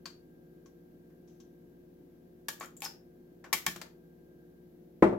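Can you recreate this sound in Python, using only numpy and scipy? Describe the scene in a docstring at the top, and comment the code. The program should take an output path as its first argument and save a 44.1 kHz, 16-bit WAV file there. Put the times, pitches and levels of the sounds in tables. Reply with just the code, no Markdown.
"""Spoon, bottle and mixer bowl

A glass bottle neck clinks and ticks on a plastic measuring spoon. The spoon clacks, scrapes and squeaks on
the beater and steel bowl of a mixer, and the bottle lands on the counter with a heavy knock. Each impact
excites crowded resonances, heard as a crack or thud, and a few distinct modes that ring on. The small
kitchen reverberates, and a refrigerator hums and whines."""
import sys
import numpy as np
from scipy import signal
from scipy.fft import rfft, irfft
from scipy.io import wavfile
from scipy.ndimage import uniform_filter1d

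SR = 44100
rng = np.random.default_rng(int(sys.argv[2]) if len(sys.argv) > 2 else 0)


def unload_wav(signal):
    """Save mono or channel-first audio to the path in sys.argv[1] as 16-bit WAV at rate SR, clipped to [-1, 1]."""
    wavfile.write(
        sys.argv[1],
        SR,
        np.round(np.clip(np.atleast_2d(signal).T, -1, 1) * 32767).astype(np.int16),
    )


N = 228432
T = np.arange(SR // 2) / SR  # time since a blow

# modes of spoon and beater: pitch_hz, level_db, t60_s
SPOON_MODES = [(754, -7, 0.067), (878, -4.5, 0.072), (1105, -1.5, 0.084), (1486, -17, 0.14),
               (1773, -7.5, 0.089), (1934, -12, 0.049), (2163, -8.5, 0.082), (2306, -3.5, 0.08),
               (3140, -13.5, 0.17), (3250, -13, .15), (3670, -14.5, 0.11), (4560, -9, 0.067),
               (5270, -7.5, 0.086), (5830, -13.5, .1), (7000, -14.5, 0.13), (12000, -8.5, .1)]


def spoon_taps():
    """Impact on beater or bowl: a softer contact gives more body, less treble and a weaker spot peak."""
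    # blows of the spoon: start_s, level_db, softness_db, t60_s, ring_db, spot_hz
    taps = [(2.4840, -27, -2.5, 0.04, -12, 1690), (2.6087, -43, 10, 0.077, -2.5, 1150),
            (2.8203, -25, -2.5, 0.0064, -16, 2620), (2.8500, -32.5, -5.5, 0.0099, -22, 5280),
            (2.8606, -39, 9.5, 0.021, -16, 1480), (3.4410, -54.5, 15.5, 0.12, -2, 3060),
            (3.5282, -21, -2.5, 0.066, -2.5, 2090), (3.6642, -18, -1, 0.023, -8.5, 1740),
            (3.7606, -39.5, 6, 0.036, -18, 393), (3.8145, -38, 6, 0.043, -19, 4530)]
    return [(start, *clack(SPOON_MODES, db, body_db=soft_db, edge_db=-0.5 * soft_db, t60=t60,
                           ring_db=ring_db, spot_hz=spot_hz, spot_db=10 - 0.55 * soft_db))
            for start, db, soft_db, t60, ring_db, spot_hz in taps]


def neck_ticks():
    """Light impact of glass on plastic: little treble edge and a clear modal ring."""
    # touches of the bottle neck: start_s, level_db, body_db, t60_s, ring_db, spot_hz
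    ticks = [(0.0560, -41, 3, 0.078, -1, 4500), (0.659, -62, 1.5, 0.071, 6, 5850),
             (1.1000, -79.5, 11, 0.13, -3, 1660), (1.2750, -71.5, -7, 0.4, -8, 5900),
             (1.401, -58.5, -12.5, 0.073, 2, 5850)]
    # modes of neck and spoon: pitch_hz, level_db, t60_s
    modes = [(1093, -5, 0.11), (1580, -13.5, 0.17), (3230, -42, 0.11), (3140, -23, .1), (4020, -22, .12),
             (4450, -38, 0.12), (5500, -20, 0.096), (6550, -18, .11)]
    return [(start, *clack(modes, db, body_db, edge_db=-8.5, t60=t60,
                           ring_db=ring_db, spot_hz=spot_hz, spot_db=9))
            for start, db, body_db, t60, ring_db, spot_hz in ticks]


def clack(modes, db, body_db, edge_db, t60, ring_db, spot_hz, spot_db):
    """Impulse response of plastic, as crack and ring: the struck spot favours resonances near spot_hz."""
    # spectrum of the plastic's crowded, quickly damped resonances: frequency_hz, density_db
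    plastic = [(100, -21), (300, -5), (600, -2.5), (900, 0), (1400, -0.5), (2200, 0), (2800, 0), (4500, -2),
               (7000, 0), (9500, -7.5), (12000, 0), (16000, -9.5)]

    def emphasis_db(hz):
        shelves = read([(1700, body_db), (3200, 0), (7000, 0.0049), (9500, edge_db)], hz)
        spot = spot_db * np.exp(-(np.log((hz + 1) / spot_hz) / 0.11) ** 2)
        return shelves + spot

    def colour(hz):
        return unit(amp(read(plastic, hz))) * amp(emphasis_db(hz))

    mode_hz = np.array(modes)[:, 0]
    weights = amp(ring_db + emphasis_db(mode_hz) / 2 + rng.standard_normal(len(modes)))
    weights *= (-1) ** np.arange(len(modes))  # neighbouring modes swing in opposite directions
    crack = burst(colour, t60, apart_hz=2560) * rise(0.003)
    return amp(db) * crack, amp(db - 2.5) * ring(modes, weights, apart_hz=6926)


def bottle_knocks():
    """Heavy impact: each dull blow of the bottle sets the counter into free vibration."""
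    # the bottle lands and rocks: start_s, level_db, treble_db, ring_db
    knocks = [(5.0232, -9, 0.5, -5.5), (5.0368, -20, 3.5, -11), (5.068, -39, 0, -17),
              (5.0770, -41, -3, -13), (5.1256, -23, -10.5, -20)]
    # spectrum of the blow: frequency_hz, density_db
    thud = [(30, -32), (80, -20), (150, -9.5), (250, 0), (400, 5), (650, -4), (1000, -7.5), (1500, -15),
            (2200, -18.5), (3000, -33), (5500, -42.5), (8500, -44), (12000, -58), (16000, -47)]
    # modes of counter and bottle: pitch_hz, level_db, t60_s
    modes = [(59, -28, 0.42), (114, -25.5, 0.83), (183.4, -22, 1), (204, -9, 0.29), (337.2, 0.5, 0.14),
             (375.7, -2.5, 0.14), (400, 9.5, 0.036), (444, -23, 0.2), (611, -14, .13), (629, -11.5, 0.17),
             (675, -26, 0.4), (864, -13.5, 0.12), (1000, -6.5, 0.084), (1184, -27, 0.27),
             (1290, -10.5, 0.078), (1830, -14.5, 0.055), (1950, -18, .1), (2280, -35, 0.062)]
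    events = []
    for start, db, treble_db, ring_db in knocks:
        def colour(hz):
            return unit(amp(read(thud, hz))) * amp(read([(600, 0.0055), (2000, treble_db)], hz))

        blow = burst(colour, t60=0.066, apart_hz=1100) * rise(0.0066)
        ringing = ring(modes, np.ones(len(modes)), apart_hz=6000) * rise(0.022)
        events.append((start, amp(db - 2.0) * blow, -amp(db + ring_db + 3.5) * ringing))
    return events


def spoon_scrapes(count=8):
    """Sliding friction on the beater: an uneven run of small catches that weaken along the stroke."""
    # strokes: start_s, length_s, level_db, fade_db, body_db, spot_hz, spot_db
    scrapes = [(2.625, 0.026, -50, -3, 10.5, 1290, 4), (2.8260, 0.036, -39.5, -2, -3, 804, 17.5)]
    events = []
    for start, length, db, fade_db, body_db, spot_hz, spot_db in scrapes:
        for along in (np.arange(count) + 0.5 * rng.random(count)) / count:
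            catch = clack(SPOON_MODES, db + fade_db * along, body_db, edge_db=-1.5, t60=0.034,
                          ring_db=-11.5, spot_hz=spot_hz, spot_db=spot_db)
            events.append((start + length * along, *catch))
    return events


def rim_slips():
    """Release of static friction: the spoon's rim sticks, then lets go with a thin, high click."""
    # releases: start_s, level_db
    slips = [(2.5990, -48.5), (2.658, -53.5), (2.767, -57.5), (2.7738, -60), (2.805, -51), (2.844, -42)]
    return [(start, *clack(SPOON_MODES, db, body_db=-6, edge_db=12, t60=0.016,
                           ring_db=-14, spot_hz=7000, spot_db=18))
            for start, db in slips]


def clink_and_squeaks(glide_s=0.0083):
    """Damped high tones: the bottle neck's bright clink, then two stick-slip squeaks of the spoon."""
    # short, sagging tones: start_s, first_hz, last_hz, level_db, t60_s, roughness_ratio
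    tones = [(0.056, 4555, 4430, -36.5, 0.038, 0.0055), (2.7680, 7800, 6950, -48.5, 0.07, 0.035),
             (2.8500, 5606, 5014, -35.5, 0.13, 0.049)]
    track = np.zeros((2, N))
    for start, first_hz, last_hz, db, t60, roughness in tones:
        waver = unit(uniform_filter1d(rng.standard_normal(len(T)), size=20))
        glide_hz = last_hz + (first_hz - last_hz) * np.exp(-T / glide_s)
        phase = 2 * np.pi * np.cumsum(glide_hz * (1 + roughness * waver)) / SR
        tone = amp(db) * decay(t60) * rise(0.003) * np.sin(phase)
        add(track, start, np.array([tone, tone]))
    return track


def mixer_shakes():
    """Free vibration of a large mass: the mixer's stand answers hard blows with a slow, low wobble."""
    # shakes: start_s, level_db
    shakes = [(3.534, -48.5), (3.671, -42.5), (3.756, -46.5)]
    # modes of the stand: pitch_hz, level_db, t60_s
    modes = [(62, -14.5, 0.18), (92, -10.5, 0.17), (141.1, -10, 0.36), (183, 3.5, 0.2), (243, -5, 0.17),
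             (350, 1.5, .12)]
    track = np.zeros((2, N))
    for start, db in shakes:
        signs = rng.choice([-1, 1], len(modes))
        add(track, start, amp(db) * ring(modes, signs, apart_hz=3000) * rise(0.034))
    return track


def kitchen(sound, build_s=0.003, echoes_per_s=6000):
    """Reverberation: dense reflections off counter, cupboards and walls decay at each band's own rate."""
    # reverberation times: frequency_hz, t60_s
    decay_times = [(120, .42), (350, 0.37), (900, 0.31), (2200, 0.27), (5500, 0.26), (10000, 0.21),
                   (15000, 0.28)]
    strengths = rng.standard_normal((2, len(T)))
    arrivals = rng.random((2, len(T))) < echoes_per_s / SR
    hz, t, bands = signal.stft(correlate(strengths * arrivals, diffuse), SR, nperseg=256)
    bands *= amp(-60 * t / read(decay_times, hz)[:, None])
    tail = signal.istft(bands, SR, nperseg=256)[1][:, :len(T)]
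    tail *= 1 - np.exp(-(T / build_s) ** 2)
    return signal.fftconvolve(sound, tail / np.linalg.norm(tail[0]), axes=1)[:, :N]


def refrigerator_hum(air_db=-59.5, waver_db=1.0, drift_rad=0.35):
    """Line spectrum over broadband noise: wavering motor tones in the soft rush of a fan."""
    # motor tones: pitch_hz, level_db
    lines = [(59.2, -74), (161.5, -65.5), (177.6, -66), (236.9, -68.5), (317.6, -74.5), (355.3, -62),
             (473.7, -71.5), (532.9, -77), (651.4, -86), (710.6, -84)]
    # spectrum of fan air and microphone hiss: frequency_hz, density_db
    air_spectrum = [(20, -16), (55, -20.5), (85, -11.5), (165, -6.5), (330, -0.5), (480, -11.5), (700, -17),
                    (1100, -31), (1650, -31.5), (2300, -35.5), (6500, -41), (8800, -46), (12500, -33.5),
                    (16000, -37)]
    hz, t = np.fft.rfftfreq(N, 1 / SR), np.arange(N) / SR
    noise = correlate(rng.standard_normal((2, N)), diffuse)
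    air = irfft(rfft(noise) * amp(read(air_spectrum, hz)), N)
    hum = amp(air_db) * unit(air)
    knots = np.linspace(0, t[-1], num=30)
    for line_hz, db in lines:
        swell, drift = (np.interp(t, knots, v) for v in rng.standard_normal((2, len(knots))))
        phase = 2 * np.pi * (line_hz * t + rng.random()) + drift_rad * drift
        lead = min(line_hz / 1500, 1) * np.array([[-1], [1]])
        hum += amp(db + waver_db * swell) * np.sqrt(2) * np.sin(phase + lead)
    return hum


def refrigerator_whine(pitch_hz=1602, flutter_depth=0.4, lead_rad=0.9):
    """Amplitude modulation: random flutter blurs a faint tone that swells and fades."""
    # envelope: time_s, level_db
    envelope = [(0, -80.5), (1.3, -81), (2.0, -84.5), (4.0, -81.5), (4.45, -77), (4.75, -88.5)]
    t = np.arange(N) / SR
    level = amp(np.interp(t, *np.transpose(envelope)))
    flutter = unit(uniform_filter1d(rng.standard_normal(N), size=400))
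    tone = np.sqrt(2) * np.sin(2 * np.pi * pitch_hz * t + lead_rad * np.array([[-1], [1]]))
    return level * (1 + flutter_depth * flutter) * tone


def burst(colour, t60, apart_hz):
    """Modal overlap: crowded resonances merge into decaying noise; the channels differ above apart_hz."""
    size = len(T)
    envelope = decay(t60)
    noise = correlate(rng.standard_normal((2, size)), lambda hz: 1 / (1 + (hz / apart_hz) ** 2))
    spectrum = rfft(noise * envelope, 2 * size)
    # the blow feeds all bands evenly before the colour is applied
    spectrum /= np.sqrt(uniform_filter1d(abs(spectrum) ** 2, size=300, axis=1) / np.sum(envelope ** 2))
    log_gain = np.log(np.maximum(colour(np.fft.rfftfreq(2 * size, 1 / SR)), 1e-5))
    # minimum phase: nothing sounds ahead of the blow
    phase = -signal.hilbert(np.r_[log_gain, log_gain[-2:0:-1]]).imag[:size + 1]
    return irfft(spectrum * np.exp(log_gain + 1j * phase))[:, :size]


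def ring(modes, weights, apart_hz):
    """Superposition of damped modes; the phase gap between channels grows with pitch up to apart_hz."""
    leads = np.minimum(np.array(modes)[:, 0] / apart_hz, 1)
    return sum(weight * amp(db) * decay(t60) * np.sin(2 * np.pi * hz * T + np.array([[lead], [-lead]]))
               for (hz, db, t60), weight, lead in zip(modes, weights, leads))


def placed(sound, left_db, left_late_s):
    """Direction cues: an off-centre source differs between the channels in level and arrival time."""
    delay = np.exp(-2j * np.pi * np.fft.rfftfreq(2 * N, 1 / SR) * left_late_s)
    left = irfft(rfft(sound[0], 2 * N) * delay)[:N]
    return np.array([left * amp(left_db / 2), sound[1] * amp(-left_db / 2)])


def diffuse(hz):
    """Diffuse-field coherence: how alike the channels are for sound arriving from all sides."""
    # left-right likeness: frequency_hz, coherence_ratio
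    coherence = [(30, 0.39), (130, 0.93), (290, 0.8), (640, -0.39), (1400, -0.14), (3000, -0.1), (12000, 0)]
    return read(coherence, hz)


def correlate(noises, coherence):
    """Partial coherence: two independent noises are blended to a likeness of coherence(hz)."""
    size = noises.shape[1]
    left, other = rfft(noises)
    shared = np.clip(coherence(np.fft.rfftfreq(size, 1 / SR)), -1, 1)
    right = shared * left + np.sqrt(1 - shared ** 2) * other
    return irfft(np.array([left, right]), size)


def decay(t60):
    """Exponential damping: 60 dB down after t60 seconds."""
    return amp(-60 * T / t60)


def rise(settle_s):
    """Exponential build-up from silence."""
    return 1 - decay(settle_s)


def amp(db):
    """Decibels to amplitude ratio."""
    return 10 ** (np.asarray(db) / 20)


def unit(x):
    """Normalisation to rms 1."""
    return x / np.sqrt(np.mean(x ** 2) + 1e-20)


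def read(points, hz):
    """Interpolation along a log-frequency axis."""
    point_hz, value = np.transpose(points)
    return np.interp(np.log(hz + 1), np.log(point_hz + 1), value)


def add(track, start, sound):
    """Superposition of a stereo sound on a track, from start seconds on."""
    part = track[:, round(start * SR):][:, :sound.shape[1]]
    part += sound[:, :part.shape[1]]


def played(events):
    """Superposition of (start_s, crack, ring) events into a track of cracks and one of rings."""
    cracks, rings = np.zeros((2, 2, N))
    for start, crack, ringing in events:
        add(cracks, start, crack)
        add(rings, start, ringing)
    return cracks, rings


def scene():
    """Direct and reverberant sound of spoon, mixer and bottle add to the refrigerator's drone."""
    cracks, rings = played(neck_ticks() + spoon_taps() + rim_slips() + spoon_scrapes())
    blows, counter = played(bottle_knocks())
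    rings += mixer_shakes()
    cracks += clink_and_squeaks()
    spoon = placed(cracks + rings, left_db=1.5, left_late_s=0)
    bottle = placed(blows + counter, left_db=0.1, left_late_s=0.00021)
    # sharp onsets excite the room most; the ringing is heard mainly from close by
    room = kitchen(amp(-4.0) * cracks + amp(-2.5) * blows + amp(-19.0) * (rings + counter))
    return spoon + bottle + room + refrigerator_hum() + refrigerator_whine()


def record(dry, cutoff_hz=16100):
    """Frequency response: two slightly unequal microphone ports, then a low-pass band limit."""
    # extra sensitivity of the left port over the right: frequency_hz, gain_db
    imbalance = [(100, 0.6), (350, 1.5), (800, 3), (5000, 2.5), (8000, 5), (13000, -1.3)]
    left_db = read(imbalance, np.fft.rfftfreq(2 * N, 1 / SR))
    ports = irfft(rfft(dry, 2 * N) * amp([left_db / 2, -left_db / 2]))[:, :N]
    lowpass = signal.firwin(255, cutoff_hz, window=("kaiser", 9), fs=SR)
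    return signal.oaconvolve(ports, lowpass[None], "same", axes=1)


dry = scene()
out = record(dry)
unload_wav(out)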